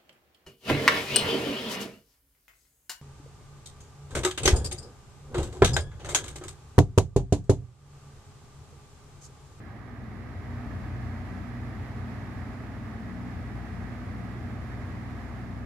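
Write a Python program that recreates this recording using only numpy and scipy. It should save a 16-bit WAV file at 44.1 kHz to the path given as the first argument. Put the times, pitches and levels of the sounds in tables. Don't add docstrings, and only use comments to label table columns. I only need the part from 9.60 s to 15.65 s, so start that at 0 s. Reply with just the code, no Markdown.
import sys
import numpy as np
from scipy import signal
from scipy.fft import irfft
from scipy.io import wavfile

SR = 44100
rng = np.random.default_rng(int(sys.argv[2]) if len(sys.argv) > 2 else 0)


def dump(signal):
    limited = np.clip(np.atleast_2d(signal).T, -1, 1)
    pcm = np.round(limited * 32767).astype(np.int16)
    wavfile.write(sys.argv[1], SR, pcm)


N = 266849
TIME = np.arange(N) / SR
FREQS = np.fft.rfftfreq(N, 1 / SR)

BLADE_HZ, MAINS_HZ, BOOM_HZ = 60.9, 50, 89.5
TREBLE_EDGE_HZ = 15720
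SURGE_S = 0.039
BOOM_DB = -47.5
LOW_START_DB, LOW_RISE_S = -8, 0.66
GUARD_FOLLOWS, BODY_FOLLOWS = 0.58, 0.76

# multiple of the mains frequency, level in dB before the rush curve.
MOTOR_HUM = [(2, -46.5), (4, -59.5)]
# time of the peak in seconds, peak level in dB.
BOOM_SURGES = [(0.79, -36), (0.93, -35.5), (1.17, -36.5), (1.31, -34), (1.48, -36), (1.78, -34.5),
               (2.03, -37.5), (2.21, -36), (2.43, -37), (2.82, -37), (3.78, -35.5), (4.16, -39.5),
               (4.5, -38), (4.85, -39), (5.01, -39.5)]
# centre in Hz, width in Hz, relative level in dB.
WAKE_FLUTTER = [(78.8, 2.7, 5), (107.7, 3.4, 0), (191.6, 2.9, -9.5), (214.6, 15, -2), (227.1, 16, 1),
                (272.5, 12, -3), (305, 25, -9.5)]
# frequency in Hz, level in dB before the swell.
FAINT_WHISTLES = [(404.3, -67.5), (420.7, -67.5), (490.7, -67.5), (707.3, -66.5), (735.6, -71.5),
                  (914.6, -69)]
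# frequency in Hz, relative level in dB per Hz.
BODY_COLOUR = [(22, -9.5), (37, -18), (52, 3.5), (70, -11), (112, 3.5), (136, 1), (166, -3.5), (242, -11.5),
               (332, -6.5), (402, -8.5), (478, -13.5), (562, -24.5), (805, -17.5), (1490, -64)]
# frequency in Hz, relative level in dB per Hz.
HISS_COLOUR = [(335, -24), (628, -4.4), (1302, -2.4), (1407, -8), (1532, -4), (2090, -5), (2500, -11.3),
               (2960, -16.2), (4100, -19.4), (5420, -22.5), (6220, -25.6), (7370, -26), (7870, -30.3),
               (11380, -30.5), (11920, -33.6), (15660, -37.8)]
# centre in Hz, width in Hz,
# relative level in dB.
GUARD_RESONANCES = [(682, 186, 1), (1180, 170, -3.5), (1684, 200, -4), (1932, 23, -3), (1930, 79, -11.5)]
# frequency in Hz, left minus right in dB.
STEREO_TILT = [(42, 10), (60.8, 8), (91, 0.7), (121, -3.5), (186, 9.5), (232, -2.5), (282, -4.5),
               (405, 0.7), (910, -1.7), (1160, -3.5), (1560, -6.5), (2020, -6.5), (3020, 1), (4600, -0.5),
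               (6900, -2.5), (8100, -1)]
# frequency in Hz, correlation from -1 to 1.
STEREO_LIKENESS = [(62, .94), (310, .91), (525, .69), (790, .83), (1010, .31), (1235, .71), (1560, .02),
                   (1960, .55), (2620, .21), (3120, -.12), (6000, .01)]
# time in seconds, level in dB.
RUSH_CURVE = [(0, -4), (0.25, -5), (0.72, -2.5), (0.93, -0.5), (1.45, 0.2), (1.9, -0.4), (2.75, 0.5),
              (3.15, -0.8), (4.0, 0), (5.65, 0), (6.05, -2)]
# time in seconds, level in dB.
DRONE_CURVE = [(0, -12), (0.35, -4), (1.0, -0.5), (1.38, 3), (1.65, 0.5), (2.8, -1), (3.05, -2.5),
               (3.7, -1), (4.05, 3.5), (4.5, 0), (5.4, -0.5), (5.9, 2.5)]
# multiple of the blade rate, level in dB before the drone curve,
# line width in Hz, strength of the part scattered by eddies (steady part = 1).
BLADE_HARMONICS = [(1, -46.0, 7.8, 0.082), (2, -43.5, 3.8, 0.24), (3, -52, 2.7, 0.73),
                   (4, -49.5, 2.6, 0.58)]


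def amp(db):
    return 10 ** (np.asarray(db) / 20)


def unit(x):
    return x / np.sqrt(np.mean(abs(x) ** 2) + 1e-20)


def along(rows):
    return amp(np.interp(TIME, *np.transpose(rows)))


def across(points, hz=FREQS):
    table_hz, value = np.transpose(points)
    return np.interp(np.log(hz + 1), np.log(table_hz + 1), value)


def resonances(modes):
    power = 0
    for hz, width_hz, db in modes:
        power = power + amp(db) ** 2 / (1 + ((FREQS - hz) / width_hz) ** 2) ** 2
    return np.sqrt(power)


def sides(hz):
    tilt_db = across(STEREO_TILT, np.atleast_1d(hz))
    return amp([tilt_db / 2, -tilt_db / 2])


def turbulence(gain):
    a, b = np.exp(2j * np.pi * rng.random((2, len(FREQS))))
    same = np.clip(across(STEREO_LIKENESS), -.99, .99)
    mid = a * np.sqrt(1 + same)
    side = b * np.sqrt(1 - same)
    spectrum = np.array([mid + side, mid - side]) * sides(FREQS) * gain
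    noise = irfft(spectrum, N)
    return noise / noise.mean(0).std()


def wander(rate_hz):
    phases = np.exp(2j * np.pi * rng.random(len(FREQS)))
    lowpass = (FREQS > 0) / (1 + (FREQS / rate_hz) ** 4)
    return unit(irfft(phases * lowpass, N))


def tone(hz, width_hz, scatter):
    swing = unit(1 + scatter * (wander(width_hz) + 1j * wander(width_hz)))
    carrier = np.exp(2j * np.pi * (hz * TIME + rng.random()))
    return np.sqrt(2) * sides(hz) * (swing * carrier).real


def motor():
    return sum(amp(db) * tone(k * MAINS_HZ, width_hz=0.8, scatter=0.013) for k, db in MOTOR_HUM)


def boom():
    surge = sum(amp(db) * np.exp(-((TIME - s) / SURGE_S) ** 2) for s, db in BOOM_SURGES)
    level = np.hypot(amp(BOOM_DB) * wander(4.9), surge)
    return level * tone(BOOM_HZ, width_hz=2.6, scatter=0.13)


def wake():
    return amp(-44.0) * turbulence(resonances(WAKE_FLUTTER))


def air(stream):
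    pulse = 1 + 0.027 * np.cos(2 * np.pi * BLADE_HZ * TIME)
    eddies = amp(.24 * wander(14))
    hiss = amp(-51.5) * stream * turbulence(amp(across(HISS_COLOUR)))
    guard = amp(-52.0) * stream ** GUARD_FOLLOWS * turbulence(resonances(GUARD_RESONANCES))
    body = amp(-45.5) * turbulence(amp(across(BODY_COLOUR)))
    whistles = sum(amp(db) * tone(hz, width_hz=3.1, scatter=0.75) for hz, db in FAINT_WHISTLES)
    return (hiss + guard) * pulse * eddies + stream ** BODY_FOLLOWS * (body + whistles)


def blades():
    drone = 0
    for k, db, width_hz, scatter in BLADE_HARMONICS:
        drone = drone + amp(db) * tone(k * BLADE_HZ, width_hz, scatter)
    return along(DRONE_CURVE) * drone


def scene():
    stream = along(RUSH_CURVE)
    low_swell = amp(LOW_START_DB * np.maximum(1 - TIME / LOW_RISE_S, 0))
    return stream * motor() + low_swell * (boom() + wake()) + air(stream) + blades()


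def record(dry):
    ends = signal.windows.tukey(N, .0006)
    lowpass = signal.firwin(1023, TREBLE_EDGE_HZ, window=("kaiser", 9), fs=SR)
    return signal.oaconvolve(dry * ends, lowpass[None], "same")


dry = scene()
out = record(dry)
dump(out)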